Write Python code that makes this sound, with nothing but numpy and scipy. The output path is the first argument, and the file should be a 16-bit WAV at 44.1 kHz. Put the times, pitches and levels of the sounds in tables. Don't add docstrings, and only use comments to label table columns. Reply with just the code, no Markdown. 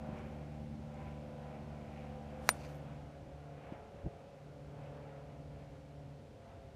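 import sys
import numpy as np
from scipy import signal
from scipy.fft import rfft, irfft
from scipy.io import wavfile
from scipy.ndimage import uniform_filter1d

SR = 44100
rng = np.random.default_rng(int(sys.argv[2]) if len(sys.argv) > 2 else 0)


def waveform_to_disk(signal):
    frames = np.transpose(np.atleast_2d(signal))
    scaled = np.clip(frames, -1, 1) * 32767
    samples = np.round(scaled).astype(np.int16)
    wavfile.write(sys.argv[1], SR, samples)


N = 297675

# (time [s], firing rate [Hz])
ENGINE_SPEED = [(0, 74.2), (1, 73.68), (1.5, 73.46), (2, 73.14), (3.2, 72.92), (4, 72.54), (5.5, 72.28),
                (6, 72.14), (6.75, 71.8)]
# (multiple of firing rate [ratio], relative level facing us [dB], relative level turned away [dB])
ENGINE_LINES = [(1, -2.5, -7), (1.25, -16, -15.5), (1.75, -15.5, -11), (2, 0, 1), (2.25, -12.5, -12),
                (3, -1.5, -15), (3.25, -15, -20.5), (3.75, -15, -12.5), (4, -11, -9.5), (4.75, -17.5, -28),
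                (5, -13.5, -24.5), (5.25, -17.5, -23), (5.5, -23, -12.5), (6, -27, -9.5),
                (6.5, -12.5, -12.5), (6.75, -10.5, -16), (7, -5, -9), (7.5, -17.5, -5), (7.75, -26.5, -12),
                (8, -9, -6), (8.5, -10, -19.5), (8.75, -18.5, -24.5), (9, -17, -18.5), (9.25, -23, -15.5),
                (9.5, -13, -7.5), (9.75, -21, -17), (10, -14, -12), (10.5, -13, -18), (10.75, -10, -17.5),
                (11, -24, -23), (11.5, -25.5, -20), (11.75, -16.5, -18), (12, -21.5, -19.5),
                (13.5, -17, -27.5)]
# (time [s], gain [dB])
EXHAUST_GAIN = [(0, -50.5), (.7, -51.5), (1.25, -53), (2.3, -53), (2.92, -50.5), (3.2, -58), (3.55, -55),
                (3.9, -70.5), (4.35, -62), (4.55, -55), (6.15, -55.5), (6.27, -66), (6.75, -66.5)]
# (time [s], lift before the carry factors [dB])
BREEZE_LIFT = [(0.0, -0.5), (0.2, 2.5), (0.45, -1.7), (0.76, -5.5), (0.9, -2), (1.02, 1.5), (1.2, -1.2),
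               (1.45, 0.2), (1.95, 0.5), (2.25, 1.9), (2.42, 4), (2.88, 2.5), (3.28, -2.2), (3.76, 4),
               (3.92, -0.1), (4.08, 2.3), (4.38, -1.5), (4.68, -1), (4.85, 3.5), (5.2, 2.5), (5.5, 0.4),
               (5.62, 0.8), (6.3, -2.5), (6.5, 3), (6.75, -1)]
# (frequency [Hz], relative density [dB per Hz])
CLATTER_COLOUR = [(250, -15.5), (480, 4.5), (780, 4), (1020, 2), (1150, -1.5), (1400, 0.5), (1750, -6),
                  (2050, -6.5), (2400, -6.5), (2900, -11), (3400, -16), (5000, -41), (9000, -52)]
# (frequency [Hz], relative density [dB per Hz])
RUMBLE_COLOUR = [(20, -21), (40, -5.5), (58, 5), (110, 3.5), (165, -2), (230, -2.5), (420, -13), (800, -46),
                 (4000, -84.5)]
# (frequency [Hz], relative density [dB per Hz])
AIR_COLOUR = [(30, -8.5), (150, -15), (600, 9.5), (1200, -5), (2500, -7), (4000, -10.5), (6300, -15.5),
              (10000, -22.5), (15000, -32.5)]
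# (time [s], peak level [dB], half width [s], level of the case's dull knock [dB])
HAND_BUMPS = [(.091, -35, .0013, -56), (.132, -34, .0016, -59), (3.7243, -33, .0011, -45),
              (3.945, -45, .0015, -54), (4.0478, -36, .0031, -50), (4.0523, -43, .0009, -48),
              (4.0592, -39, .0008, -46), (4.0644, -37, .0005, -50), (4.0654, -31, .0016, -38.5),
              (4.0680, -36, .0042, -60), (4.0715, -35, .0014, -48), (4.0805, -39, .0025, -54),
              (4.0875, -45, .002, -56), (4.272, -46, .0016, -55)]
# (frequency [Hz], level relative to the knock [dB], t60 [s])
CASE_RESONANCES = [(325, 0, .045), (420, -5, .025), (546, -4, .02), (630, -7, .02)]
# (time [s], level [dB], rise and fall time constant [s])
GRIP_SHIFTS = [(.1, -61, 0.045), (.6, -55, 0.038), (.79, -52, 0.043), (3.25, -51.5, 0.081),
               (3.75, -57, 0.12), (6.5, -64, 0.07)]
# (time [s], level [dB], rise and fall time constant [s])
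TREE_GUSTS = [(.17, -60, .1), (4.98, -64.5, .3), (6.5, -70, .12)]
# (frequency [Hz], relative density [dB per Hz])
LEAF_COLOUR = [(400, -13), (900, 2), (1450, 0), (2000, -12.5), (3200, -18), (6000, -36), (15000, -60)]
# (time [s], starting level [dB], centre frequency [Hz], t60 [s])
BRIGHT_TICKS = [(.187, -66, 6000, .025), (.943, -73, 7300, .03), (2.755, -68, 12500, .012),
                (2.769, -67, 12500, .012), (2.782, -73, 12500, .012)]
# (time [s], level [dB], rise and fall time constant [s])
SLEEVE_RUSTLES = [(.19, -62, 0.038), (.39, -68, 0.26), (1.07, -66.5, 0.11), (1.54, -67, 0.042),
                  (1.98, -62.5, 0.15), (3.66, -66, 0.098), (4.85, -69.5, 0.046), (5.1, -70.5, 0.13),
                  (5.62, -72.5, 0.068), (6.5, -76, .06)]
# (frequency [Hz], relative density [dB per Hz])
SLEEVE_COLOUR = [(700, -3.5), (1500, 1), (2300, 9), (2900, 1), (3600, -17.5), (7000, -32), (15000, -48.5)]
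# (frequency [Hz], relative density [dB per Hz])
SWISH_COLOUR = [(60, -32), (200, -6.5), (600, 5), (1500, 2), (3000, -7), (7000, -10.5), (11000, -11.5),
                (15000, -24)]
# (frequency [Hz], relative density [dB per Hz])
BRIGHT_COLOUR = [(1500, -6), (2600, -2), (3300, -7), (4300, -1), (7000, 0), (8500, -4), (11000, -4),
                 (14000, -6), (15500, -22)]
# (frequency [Hz], relative density [dB per Hz])
CRACK_COLOUR = [(40, -30), (200, -14), (500, -8), (1400, -4), (2600, -1), (3400, -8), (4300, -5),
                (5000, -9), (7200, -9), (8500, -13), (12500, -16), (15000, -27)]
# (frequency [Hz], peak level [dB], t60 [s], time the ring holds up before it dies [s])
CLUB_RESONANCES = [(2620, -35, .018, 0), (2880, -41, .03, 0), (3380, -44, .022, 0),
                   (4010, -23.3, .011, .0007), (4300, -43.5, .02, 0), (4950, -22, .005, 0),
                   (5795, -36, .04, 0), (6090, -42.5, .025, 0), (6800, -25.5, .006, 0),
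                   (7200, -25, .007, 0), (7950, -35.5, .02, 0), (9150, -30.5, .012, 0),
                   (9211, -47, .045, .018), (9287, -37, .04, .023), (9341, -47.5, .045, .023),
                   (9480, -45, .04, .014), (9850, -39, .015, 0), (11140, -46, .04, 0),
                   (12280, -35, .036, 0), (12900, -39, .016, 0)]
# (frequency [Hz], relative density [dB per Hz])
TURF_COLOUR = [(100, -30.5), (400, 10.5), (1200, -9), (2300, 10), (3600, -3), (4600, 5), (5400, -3.5),
               (6200, 1), (7200, -7), (10000, -14), (15000, -21)]

TURN_S, TURN_LENGTH_S = 2.87, 0.5
WHINE_DB, CLATTER_DB, RUMBLE_DB = -54, -60.5, -55.5
RECEDE_DB_PER_S, RUMBLE_RECEDE_DB_PER_S = 1.36, 0.38
WHINE_CARRY, CLATTER_CARRY = 1, 1.25
GRAIN_T60_S = .006
IMPACT_S, PUSH_S = 2.4906, .000143
TOP_HZ = 15300


def undb(db):
    return 10 ** (np.asarray(db) / 20)


def clock():
    return np.arange(N) / SR


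def curve(table):
    times, values = np.transpose(table)
    return np.interp(clock(), times, values)


def noise(colour):
    hz, db = np.transpose(colour)
    bins = np.maximum(np.fft.rfftfreq(N, 1 / SR), 1)
    gain = undb(np.interp(np.log(bins), np.log(hz), db))
    y = irfft(rfft(rng.standard_normal(N)) * gain, N)
    return y / y.std()


def walk(rate):
    steps = rng.standard_normal(2048)
    joined = np.interp(clock() * rate, np.arange(len(steps)), steps)
    y = uniform_filter1d(joined, int(SR / rate / 2) + 1)
    return y / y.std()


def swell(peak_s, rise_s, fall_s):
    t = clock() - peak_s
    return np.exp(np.minimum(t / rise_s, -t / fall_s))


def swells(table):
    return sum(undb(db) * swell(s, length, length) for s, db, length in table)


def fade(t, t60):
    return np.exp(-np.log(1000) * t / t60)


def grains(rate, spread_db):
    sizes = (rng.random(N) < rate / SR) * undb(spread_db * rng.standard_normal(N))
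    y = signal.lfilter([1], [1, -fade(1 / SR, GRAIN_T60_S)], sizes)
    return y / np.sqrt(np.mean(y ** 2))


def engine_band(lowest, highest):
    return [row for row in ENGINE_LINES if lowest <= row[0] < highest]


def engine_lines(orders, phase, smear, flutter, flutter_rate, wander):
    turned = .5 + .5 * np.tanh((clock() - TURN_S) / TURN_LENGTH_S)
    out = np.zeros(N)
    for order, facing_db, away_db in orders:
        lag = smear * order ** 2
        uneven = rng.uniform(0, 2 * np.pi) * (order % .5 > 0)
        angle = order * phase + lag + uneven + wander * walk(flutter_rate)
        level = undb(facing_db + turned * (away_db - facing_db))
        out += level * (1 + flutter * walk(flutter_rate)) * np.cos(angle)
    return np.sqrt(2) * out


def exhaust(phase):
    lines = engine_lines(engine_band(0, 4.5), phase, smear=0.24, flutter=0.17, flutter_rate=7, wander=0.133)
    return undb(curve(EXHAUST_GAIN)) * lines


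def whine(phase, breeze, receded_db):
    lines = engine_lines(engine_band(4.5, np.inf), phase,
                         smear=np.pi / 2, flutter=0.52, flutter_rate=12, wander=.6)
    return undb(WHINE_DB - receded_db + WHINE_CARRY * breeze) * lines


def repeating(x, cycle_s, memory, count=5):
    t = clock()
    y = np.zeros(N)
    for k in range(count):
        earlier = ((t - k * cycle_s) * SR).astype(int) % N
        y += memory ** k * x[earlier]
    return y / y.std()


def clatter(firing_hz, breeze, receded_db):
    rattle = repeating(noise(CLATTER_COLOUR), 2 / firing_hz, memory=0.44)
    return undb(CLATTER_DB - receded_db + CLATTER_CARRY * breeze + walk(15)) * rattle


def rumble():
    level_db = RUMBLE_DB - RUMBLE_RECEDE_DB_PER_S * clock() + 2 * walk(9.6)
    return undb(level_db) * noise(RUMBLE_COLOUR)


def mower():
    firing_hz = curve(ENGINE_SPEED)
    phase = 2 * np.pi * np.cumsum(firing_hz) / SR
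    breeze = curve(BREEZE_LIFT)
    receded_db = RECEDE_DB_PER_S * clock()
    upper = whine(phase, breeze, receded_db) + clatter(firing_hz, breeze, receded_db)
    return exhaust(phase) + upper + rumble()


def open_air(early_db=-64, late_db=-66):
    level_db = np.interp(clock(), [2.6, 3.6], [early_db, late_db]) + 0.14 * walk(2.7)
    return noise(AIR_COLOUR) * undb(level_db)


def handling():
    out = np.zeros(N)
    for s, db, width, knock_db in HAND_BUMPS:
        near = np.abs(clock() - s) < .1
        t = clock()[near] - s
        u = (t / width) ** 2
        out[near] -= undb(db) * (1 - u) * np.exp(-u / 2)
        after = np.maximum(t + width, 0)
        soft = 1 - np.exp(-(after / width) ** 2)
        for hz, mode_db, t60 in CASE_RESONANCES:
            tone = fade(after, t60) * np.sin(2 * np.pi * hz * after)
            out[near] -= undb(knock_db + mode_db) * soft * tone
    return out


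def grip():
    return noise(RUMBLE_COLOUR) * swells(GRIP_SHIFTS)


def trees():
    return noise(LEAF_COLOUR) * undb(0.91 * walk(18)) * swells(TREE_GUSTS)


def bright_ticks():
    out = np.zeros(N)
    for s, db, hz, t60 in BRIGHT_TICKS:
        t = np.maximum(clock() - s, 0)
        burst = noise([(hz / 2, -30), (hz, 0), (hz * 2, -45)])
        out += burst * undb(db) * fade(t, t60) * (t > 0)
    return out


def sleeves():
    return noise(SLEEVE_COLOUR) * grains(rate=1500, spread_db=-0.5) * swells(SLEEVE_RUSTLES)


def swish(level_db=-54):
    return undb(level_db) * noise(SWISH_COLOUR) * swell(2.495, rise_s=0.041, fall_s=0.06)


def since_impact():
    return np.maximum(clock() - IMPACT_S, 0)


def contact():
    return np.clip(since_impact() / (4 * PUSH_S), 0, 1)


def click(level_db=-7.7, low_cut_hz=560, echo_db=-20, echo_s=.0029):
    t = since_impact()
    squash = (t - 3 * PUSH_S) / PUSH_S
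    swing = undb(level_db) * squash * np.exp((1 - squash ** 2) / 2) * (t > 0)
    direct = signal.sosfilt(signal.butter(1, low_cut_hz, "high", fs=SR, output="sos"), swing)
    echo = undb(echo_db) * np.interp(clock() - echo_s, clock(), direct)
    return direct + echo


def first_touch(level_db=-13.5, hz=5600, t60=.0016):
    t = since_impact()
    return undb(level_db) * fade(t, t60) * np.sin(2 * np.pi * hz * t)


def snap(level_db=-18, t60=.0025):
    t = since_impact()
    return undb(level_db) * fade(t, t60) * noise(BRIGHT_COLOUR) * (t > 0)


def crack(level_db=-30.5, t60=.031):
    return undb(level_db) * fade(since_impact(), t60) * noise(CRACK_COLOUR) * contact()


def thud(level_db=-53, hz=170, t60=.04):
    t = since_impact()
    return undb(level_db) * fade(t, t60) * np.sin(2 * np.pi * hz * t)


def ring():
    t = since_impact()
    out = np.zeros(N)
    for hz, db, t60, hold in CLUB_RESONANCES:
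        tone = np.sin(2 * np.pi * hz * (t - 2 * PUSH_S))
        out -= undb(db) * fade(np.maximum(t - hold, 0), t60) * tone
    return out * contact()


def strike():
    return click() + first_touch() + snap() + crack() + thud() + ring()


def turf(level_db=-60):
    spray = grains(rate=2500, spread_db=3.5)
    return undb(level_db) * spray * noise(TURF_COLOUR) * swell(2.64, rise_s=0.053, fall_s=0.053)


def bright_tail(level_db=-73):
    ragged = grains(rate=2000, spread_db=3)
    return undb(level_db) * ragged * noise(BRIGHT_COLOUR) * swell(2.71, rise_s=0.07, fall_s=0.075)


def scene():
    background = mower() + open_air() + trees() + bright_ticks()
    phone = handling() + grip()
    golfer = sleeves() + swish() + strike() + turf()
    return (background + phone + golfer + bright_tail())[None]


def record(dry):
    thin = signal.sosfilt(signal.butter(1, 18, "high", fs=SR, output="sos"), dry)
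    return signal.sosfilt(signal.ellip(10, .2, 70, TOP_HZ, fs=SR, output="sos"), thin)


dry = scene()
out = record(dry)
waveform_to_disk(out)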